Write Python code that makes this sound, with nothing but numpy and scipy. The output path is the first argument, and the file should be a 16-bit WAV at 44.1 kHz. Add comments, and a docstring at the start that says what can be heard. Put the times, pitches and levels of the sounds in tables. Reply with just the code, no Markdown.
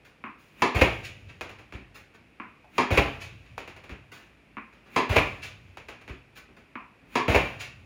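"""Tennis practice in a concrete basement

Four times a ball bounces on the floor and a racket strikes it, setting the strings ringing. A homemade
rebounder, a sheet on a pipe frame, catches it, snaps taut and flaps, and the pipes knock in their joints.
The ball taps down the sheet and rolls off the hem while shoes scuff and squeak. Each contact is a force
filtered by the spectrum of the struck body and by the reflections of the small room."""
import sys
import numpy as np
from scipy import signal
from scipy.fft import rfft, irfft
from scipy.io import wavfile

SR = 44100
rng = np.random.default_rng(int(sys.argv[2]) if len(sys.argv) > 2 else 0)


def unload_wav(signal):
    """Save mono or channel-first audio to the path in sys.argv[1] as 16-bit WAV at rate SR, clipped to [-1, 1]."""
    wavfile.write(
        sys.argv[1],
        SR,
        np.round(np.clip(np.atleast_2d(signal).T, -1, 1) * 32767).astype(np.int16),
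    )


N = 346537
SIZE = 32768  # samples in one event
T, HZ = np.arange(SIZE) / SR, np.fft.rfftfreq(SIZE, 1 / SR)
FADE_OUT = (1 - (T / T[-1]) ** 10) ** 2

# racket on ball: start_s, level_db, body_db, pop_hz, pop_db, strings_db
STROKES = [(0.6207, 27.5, 1, 1019, -24, -0.5), (2.781, 26, 2, 1073, -22, 0),
           (4.962, 26.5, 1.5, 1070, -40, -.5), (7.1548, 25, 0.5, 1020, -44, -1.5)]
# spectrum of the yielding sheet: frequency_hz, level_db
SHEET_SPECTRUM = [(40, -21), (110, -1.5), (200, -3), (380, -3), (650, -9), (1000, -12), (2000, -8.5),
                  (2900, -12.5), (4000, -21.5), (6000, -30), (9500, -38), (15000, -45)]
# spectrum of the taut sheet and its frame: frequency_hz, level_db
TAUT_SPECTRUM = [(40, -4), (85, -3), (170, -7.5), (290, -3), (420, 0), (600, -1.5), (760, -8), (1000, -4.5),
                 (1500, -12.5), (2300, -6), (2900, -12), (4000, -21), (7000, -33.5), (15000, -45)]
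# spectrum of felt tapping cloth: frequency_hz, level_db
TAP_SPECTRUM = [(50, 0), (150, -13), (350, 0), (800, -4.5), (1500, -5), (2400, -6), (4000, -15.5),
                (7000, -26), (15000, -41)]


def racket(pop_t60_s=0.19, grind_db=-9, contact_s=0.0028):
    """Impact excitation: the felt grinds briefly, the ball pops and the racket rings in its modes."""
    spectrum = [(40, -18.5), (130, -11.5), (280, -5.5), (420, 0), (540, -9.5), (800, -6), (1050, 3),
                (1480, -14.5), (1850, -8), (2400, -11), (2950, -16.5), (4700, -21.5), (8000, -34),
                (15000, -50.5)]  # blow on the string bed: frequency_hz, level_db
    string_modes = [(251, -29, 0.52), (379, -42.5, 0.71), (402.4, -34, 0.51), (444, -39, 0.18),
                    (920, -32, 0.14), (1130, -40, 0.32), (1707, -36, 0.57), (1738, -39.5, 0.55),
                    (2410, -45.5, 0.78), (2230, -49, 0.2), (3210, -40, 0.28), (3280, -41.5, 0.43),
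                    (4300, -51.5, 0.28), (2333, -36.5, 0.26), (4930, -40, 0.21)]  # strings and racket frame: pitch_hz, level_db, t60_s
    out = np.zeros(N)
    for s, db, body_db, pop_hz, pop_db, strings_db in STROKES:
        grind = unit(np.exp(-T / contact_s) * rng.standard_normal(SIZE))
        force = (T == 0) + amp(grind_db) * grind
        add(out, s, blow(spectrum, db, tilt=-0.32, body_db=body_db, direct_db=-10.5, force=force))
        strings = amp(strings_db) * ring(string_modes, scatter=0.85)
        pop = ring([(pop_hz, pop_db, pop_t60_s)], scatter=1)
        add(out, s + .002, strings + pop)
    return out


def rebounder(taut_s=.065):
    """A membrane under sudden tension: the sheet stretches, then snaps taut; both jolts push the air."""
    catches = [(0.7454, 9.5, 23.5, 28.5), (2.9058, 18, 23, 28.5), (5.092, 8, 23, 26.5), (7.281, 23, 24, 26)]  # ball into the sheet: start_s, slap_db, stretch_db, snap_db
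    slaps = [(s, db) for s, db, _, _ in catches]
    stretches = [(s, db) for s, _, db, _ in catches]
    snaps = [(s + taut_s, db) for s, _, _, db in catches]
    out = hits(slaps, SHEET_SPECTRUM, direct_db=-8, tilt=-1.56, body_db=7.5)
    out += crackles(stretches, SHEET_SPECTRUM, direct_db=-5.5, per_s=4700, spread_db=3,
                    rise_s=0.0035, fade_s=0.09, tilt=0.68, body_db=6)
    out += crackles(snaps, TAUT_SPECTRUM, direct_db=0, per_s=3000, spread_db=2.5,
                    rise_s=0.0045, fade_s=.016, tilt=-0.075, body_db=2)
    out += thumps(shifted(stretches, delay_s=.0225, gain_db=-41), hz=94.6, width_s=0.0094, boom_db=-0.5)
    out += thumps(shifted(snaps, delay_s=.0215, gain_db=-47), hz=90, width_s=0.013, boom_db=3.5)
    return out + flapping(snaps)


def thumps(rows, hz, width_s, boom_db, lead_s=0.05):
    """Modal coupling: the sheet shoves the air like a slack drum and excites the room's standing waves."""
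    room_modes = [(49.9, -23.5, 0.67), (62, -9, 0.33), (100.2, -26, 1), (130.3, -22, 1.1)]  # standing waves between the walls: pitch_hz, level_db, t60_s
    out, t = np.zeros(N), T - lead_s
    for s, db in rows:
        add(out, s - lead_s, amp(db) * np.exp(-(t / width_s) ** 2) * np.cos(2 * np.pi * hz * t))
        add(out, s - .004, amp(db + boom_db) * ring(room_modes))
    return out


def flapping(snaps, flap_db=-8, rise_s=0.045, fade_s=0.46):
    """Damped free vibration: after each snap the sheet goes on wobbling with a low noise."""
    spectrum = [(30, -46), (50, -8.5), (70, -2), (100, 3.5), (135, -6.5), (175, -12), (280, -19.5),
                (1000, -40.5), (2500, -26.5), (6000, -42.5), (15000, -60)]  # wobbling sheet: frequency_hz, level_db
    out, t = np.zeros(N), np.arange(2 * SIZE) / SR
    for s, db in snaps:
        wobble = coloured(rng.standard_normal(SIZE), db + flap_db + read(spectrum, HZ))
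        add(out, s, 2 * np.tile(wobble, 2) * np.exp(-t / fade_s) * np.minimum(t / rise_s, 1))
    return out


def pipe_frame():
    """Force transmission: the taut sheet jerks the pipes, which knock in their joints."""
    knocks = [(0.8173, 23, 3.5), (2.9923, 18, -9), (5.1665, 25, 1), (5.185, 21.5, -5), (7.346, 18, 9.5),
              (7.361, 20, 7.5)]  # pipe joints: start_s, level_db, body_db
    return sum(hits([(s, db)], TAUT_SPECTRUM, direct_db=3, tilt=-0.11, body_db=body_db)
               for s, db, body_db in knocks)


def floor_bounces():
    """Elastic impact: the hollow ball rebounds from the concrete before each stroke."""
    bounces = [(0.2395, 12), (2.3995, 10.5), (4.569, 11.5), (6.755, 11.5)]  # ball on the floor: start_s, level_db
    spectrum = [(40, -31), (100, -13.5), (175, -17), (215, 0.5), (300, -2), (400, -15), (560, -20),
                (850, -13.5), (1050, -0.5), (1600, -10), (2300, -11.5), (2800, -19.5), (3700, -35),
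                (12000, -80)]  # bouncing ball: frequency_hz, level_db
    return hits(bounces, spectrum, direct_db=-2.5, tilt=.1, body_db=1.3)


def sheet_swings(swing_s=0.25):
    """Damped swinging: the slack sheet rustles as it swings back, then again, weaker and duller."""
    rustles = [(1.028, 9, -26, 2.5), (3.199, 7.5, 8, -7), (5.416, 10, 4, -14), (7.590, 11.5, 5, -9)]  # swings of the sheet: start_s, level_db, body_db, next_swing_db
    spectrum = [(60, -20), (300, -16), (900, -17.5), (1800, -9.5), (2600, -9.5), (4800, -19), (8000, -29),
                (15000, -44.5)]  # creasing cloth: frequency_hz, level_db
    out = np.zeros(N)
    for s, db, body_db, next_db in rustles:
        out += crackles([(s, db)], spectrum, direct_db=-3, per_s=5500, spread_db=3,
                        rise_s=0.021, fade_s=0.024, tilt=1.17, body_db=body_db)
        out += crackles([(s + swing_s, next_db)], spectrum, direct_db=1, per_s=6000, spread_db=7,
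                        rise_s=0.016, fade_s=0.029, tilt=-2.6)
    return out


def ball_taps():
    """Inelastic impact: the ball lands back on the cloth with a slap and a dull knock, then taps down."""
    landings = [(1.4100, 8, -34.5), (3.5797, 5, -23.5), (5.772, -0.5, -34)]  # ball back on the sheet: start_s, slap_db, knock_db
    taps = [(1.492, -1), (1.585, -6.5), (3.676, 0.5), (3.762, -5), (3.838, -5.5), (5.885, 3), (6.012, -8.5)]  # ball on its way down: start_s, level_db
    out, knock = hits(taps, TAP_SPECTRUM, direct_db=-15, body_db=0.5), dent()
    for s, slap_db, knock_db in landings:
        out += hits([(s, slap_db)], TAP_SPECTRUM, direct_db=-6, tilt=0.24, body_db=1.5)
        add(out, s, amp(knock_db) * knock)
    return out


def dent(start_hz=1400, end_hz=380, sink_s=0.0018, fade_s=0.0021):
    """A damped glide: the knock's pitch falls as the ball sinks into the cloth."""
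    hz = end_hz + (start_hz - end_hz) * np.exp(-T / sink_s)
    return -np.sin(2 * np.pi * np.cumsum(hz) / SR) * np.exp(-T / fade_s)


def hem():
    """Rolling contact: the ball bumps the sheet's lower edge, crosses it and makes it sag with a thud."""
    rolls = [(1.730, 3.5), (3.90, 3.5), (6.085, 4)]  # ball over the hem: start_s, level_db
    bumps = shifted(rolls, delay_s=-0.0065, gain_db=-1)
    out = hits(bumps, TAP_SPECTRUM, direct_db=-11, tilt=-1.8, body_db=-5)
    out += crackles(rolls, SHEET_SPECTRUM, direct_db=-6.5, per_s=1500, spread_db=4,
                    rise_s=0.009, fade_s=0.016, tilt=-1.9, body_db=-5)
    return out + thumps(shifted(rolls, delay_s=0.0285, gain_db=-37.5), hz=65, width_s=0.0075, boom_db=2)


def shoes():
    """Friction and loading: soles thud as weight settles on them, and squeak and scuff on the concrete."""
    footfalls = [(6.48, -14.5), (7.015, -15.5)]  # dull thuds: start_s, level_db
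    squeaks = [(2.638, 0), (3.755, -3)]  # brief squeaks: start_s, level_db
    scuffs = [(0.045, -9.5, -2, 0.0075, 0.025), (0.372, -17.5, 1, .03, 0.14),
              (1.940, -2.5, -1.5, 0.018, 0.028), (2.136, -9, -3.5, 0.012, 0.013),
              (4.116, 0.5, -2, 0.0022, .059), (4.723, -9.5, -4.5, 0.0035, 0.062),
              (4.85, -7.5, -5, 0.013, .055), (6.350, -2.5, -1.25, .024, 0.018),
              (6.562, -7, -4.5, 0.005, 0.026)]  # steps and scuffs: start_s, level_db, tilt_db_per_octave, rise_s, fade_s
    sole_spectrum = [(50, -17.5), (350, -6.5), (800, -11.5), (1500, -1), (2600, -5.5), (4500, -10),
                     (8000, -19), (15000, -25)]  # sole on concrete: frequency_hz, level_db
    squeak_spectrum = [(200, -46), (550, -15), (780, -4), (1100, -19), (3000, -31), (15000, -62)]  # squeaking sole: frequency_hz, level_db
    out = crackles(footfalls, sole_spectrum, direct_db=3, per_s=3000, spread_db=3,
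                   rise_s=.007, fade_s=0.029, tilt=-9, body_db=4)
    out += crackles(squeaks, squeak_spectrum, direct_db=3, per_s=3150, spread_db=-5,
                    rise_s=0.0075, fade_s=0.0084)
    for s, db, tilt, rise_s, fade_s in scuffs:
        out += crackles([(s, db)], sole_spectrum, direct_db=0, per_s=3000, spread_db=0,
                        rise_s=rise_s, fade_s=fade_s, tilt=tilt, body_db=1.5)
    return out


def swishes(swish_db=-29, full_speed_s=0.013, build_s=0.029):
    """Turbulence: air hisses through the strings as the racket speeds up toward the ball."""
    spectrum = [(50, -24), (240, 1), (600, -19), (2500, -12), (5000, -28.5), (15000, -36.5)]  # air through the strings: frequency_hz, level_db
    out, speed = np.zeros(N), np.exp(-np.maximum(T - full_speed_s, 0) / build_s)
    for s, *_ in STROKES:
        rush = irfft(rfft(rng.standard_normal(SIZE)) * amp(swish_db + read(spectrum, HZ))) * speed
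        add(out, s - 0.5, rush[:SR // 2][::-1])  # reversed, so it swells up to the stroke
    return out


def room_air():
    """Stationary noise: the faint, steady background of the room."""
    spectrum = [(25, -62), (38, -68), (50, -31.5), (70, -44.5), (250, -43.5), (500, -50.5), (1200, -56.5),
                (2200, -54.5), (2800, -58.5), (4000, -67), (5500, -71.5), (6800, -80), (8200, -71.5),
                (9700, -81.5), (12500, -81), (15000, -95.5)]  # basement air: frequency_hz, level_db
    return irfft(rfft(rng.standard_normal(N)) * amp(read(spectrum, np.fft.rfftfreq(N, 1 / SR))), N)


def basement(direct_db, early_db=-1, early_s=0.0038, dense_s=.07):
    """Room impulse response: direct sound, a few close reflections, echoes that thicken and die by band."""
    reverberation = [(60, 0.25), (160, 0.37), (400, 0.28), (1000, 0.38), (2600, 0.41), (6000, 0.31),
                     (10000, 0.24), (15000, 0.16)]  # decay between the walls: frequency_hz, t60_s
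    early, late = rng.choice([-1., 1.], (2, SIZE))
    early *= (rng.random(SIZE) < 900 / SR) * (T > .0005) * np.exp(-T / early_s)
    density = np.minimum(.03 + (T / dense_s) ** 2, 1)
    echoes = late * (rng.random(SIZE) < density) / np.sqrt(density)
    hz, t, bands = signal.stft(echoes, SR, nperseg=256)
    decay = amp(-60 * t / read(reverberation, hz)[:, None])
    tail = signal.istft(bands * decay, SR, nperseg=256)[1][:SIZE]
    return unit(tail) + amp(direct_db) * ((T == 0) + amp(early_db) * unit(early))


def blow(spectrum, db, tilt, body_db, direct_db, force=(1,), body_hz=650, lag_s=0.003947, lag_hz=600):
    """Source and filter: a force heard through the room, with a tilt in dB per octave and a body hump."""
    heard = signal.fftconvolve(basement(direct_db), force)[:SIZE]
    # soft things yield gradually, so their bass comes a moment after the treble
    phase_lag = 2 * np.pi * lag_s * lag_hz * np.arctan(HZ / lag_hz)
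    heard = irfft(rfft(heard) * np.exp(-1j * phase_lag))
    slope_db = tilt * np.log2(np.maximum(HZ, 200) / 1000)
    hump_db = body_db * np.exp(-2 * np.log2((HZ + 1) / body_hz) ** 2)
    return coloured(heard, db + read(spectrum, HZ) + slope_db + hump_db) * FADE_OUT


def hits(rows, spectrum, direct_db, tilt=0, body_db=0):
    """Impulse excitation: each sharp contact is a single click of force."""
    out = np.zeros(N)
    for s, db in rows:
        add(out, s, blow(spectrum, db, tilt, body_db, direct_db))
    return out


def crackles(rows, spectrum, direct_db, per_s, spread_db, rise_s, fade_s, tilt=0, body_db=0):
    """Shot noise: swarms of tiny random slips and creases that swell and fade."""
    out = np.zeros(N)
    swell = np.minimum(T / rise_s, 1) * np.exp(-np.maximum(T - rise_s, 0) / fade_s)
    for s, db in rows:
        sizes = rng.choice([-1., 1.], SIZE) * amp(spread_db * np.minimum(rng.exponential(1, SIZE), 3))
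        force = sizes * swell * (rng.random(SIZE) < per_s / SR)
        add(out, s, blow(spectrum, db, tilt, body_db, direct_db, force))
    return out


def ring(modes, scatter=0):
    """Modal decay: a sum of dying sines whose starting phases spread over scatter cycles."""
    sines = sum(amp(db - 60 * T / t60_s) * np.sin(2 * np.pi * (hz * T + scatter * rng.random()))
                for hz, db, t60_s in modes)
    return sines * np.minimum(T / 0.0012, 1) * FADE_OUT


def coloured(burst, db, smoothing=.1):
    """Spectral shaping: a burst takes the broad spectrum db and keeps its finer peaks and notches."""
    spectrum, bins = rfft(burst, SIZE), np.arange(len(HZ))
    energy, reach = np.cumsum(abs(spectrum) ** 2), smoothing * bins + 30
    low, high = np.maximum(bins - reach, 0), np.minimum(bins + reach, bins[-1])
    mean_power = (np.interp(high, bins, energy) - np.interp(low, bins, energy)) / (high - low)
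    return irfft(spectrum * causal(db - 10 * np.log10(mean_power + 1e-12)))


def causal(db):
    """Minimum phase: a frequency response with these gains that rings only after the blow."""
    log_gain = np.log(amp(np.r_[db, db[-2:0:-1]]))
    return np.exp(signal.hilbert(log_gain).conj())[:len(HZ)]


def amp(db):
    """Decibels to amplitude ratio."""
    return 10 ** (np.asarray(db) / 20)


def read(points, hz):
    """Linear interpolation over log frequency."""
    frequencies, values = np.transpose(points)
    return np.interp(np.log(hz + 1), np.log(frequencies), values)


def unit(x):
    """Normalisation to an energy of one."""
    return x / np.sqrt(np.sum(x ** 2) + 1e-20)


def add(mix, start_s, sound):
    """Superposition of a sound on the mix."""
    part = mix[max(round(start_s * SR), 0):][:len(sound)]
    part += sound[:len(part)]


def shifted(rows, delay_s, gain_db):
    """The same events, offset in time and level."""
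    return [(s + delay_s, db + gain_db) for s, db in rows]


def scene():
    """Superposition: ball, racket, rebounder, shoes and room air sum in one channel."""
    ball = floor_bounces() + ball_taps() + hem()
    return (ball + swishes() + racket() + rebounder() + pipe_frame() + sheet_swings()
            + shoes() + room_air())[None]


def record(dry, low_cut_hz=40, high_cut_hz=15950):
    """Transducer response: a small microphone's resonances, bass cut and band limit."""
    resonances = [(2518, 335, 6.5), (6826, 380, 6), (8400, 850, -11.5), (9150, 1200, 7), (15000, 970, 11)]  # microphone peaks and dip: centre_hz, width_hz, gain_db
    colour_db = sum(db * np.exp(-((HZ - hz) / width_hz) ** 2) for hz, width_hz, db in resonances)
    heard = signal.oaconvolve(dry, irfft(causal(colour_db))[None, :SIZE // 16], axes=1)[:, :N]
    high_pass = signal.butter(3, low_cut_hz, "high", fs=SR, output="sos")
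    low_pass = signal.firwin(511, high_cut_hz, window=("kaiser", 9), fs=SR)
    heard = signal.sosfiltfilt(high_pass, heard, padtype="even")
    return signal.oaconvolve(heard, low_pass[None], "same")


dry = scene()
out = record(dry)
unload_wav(out)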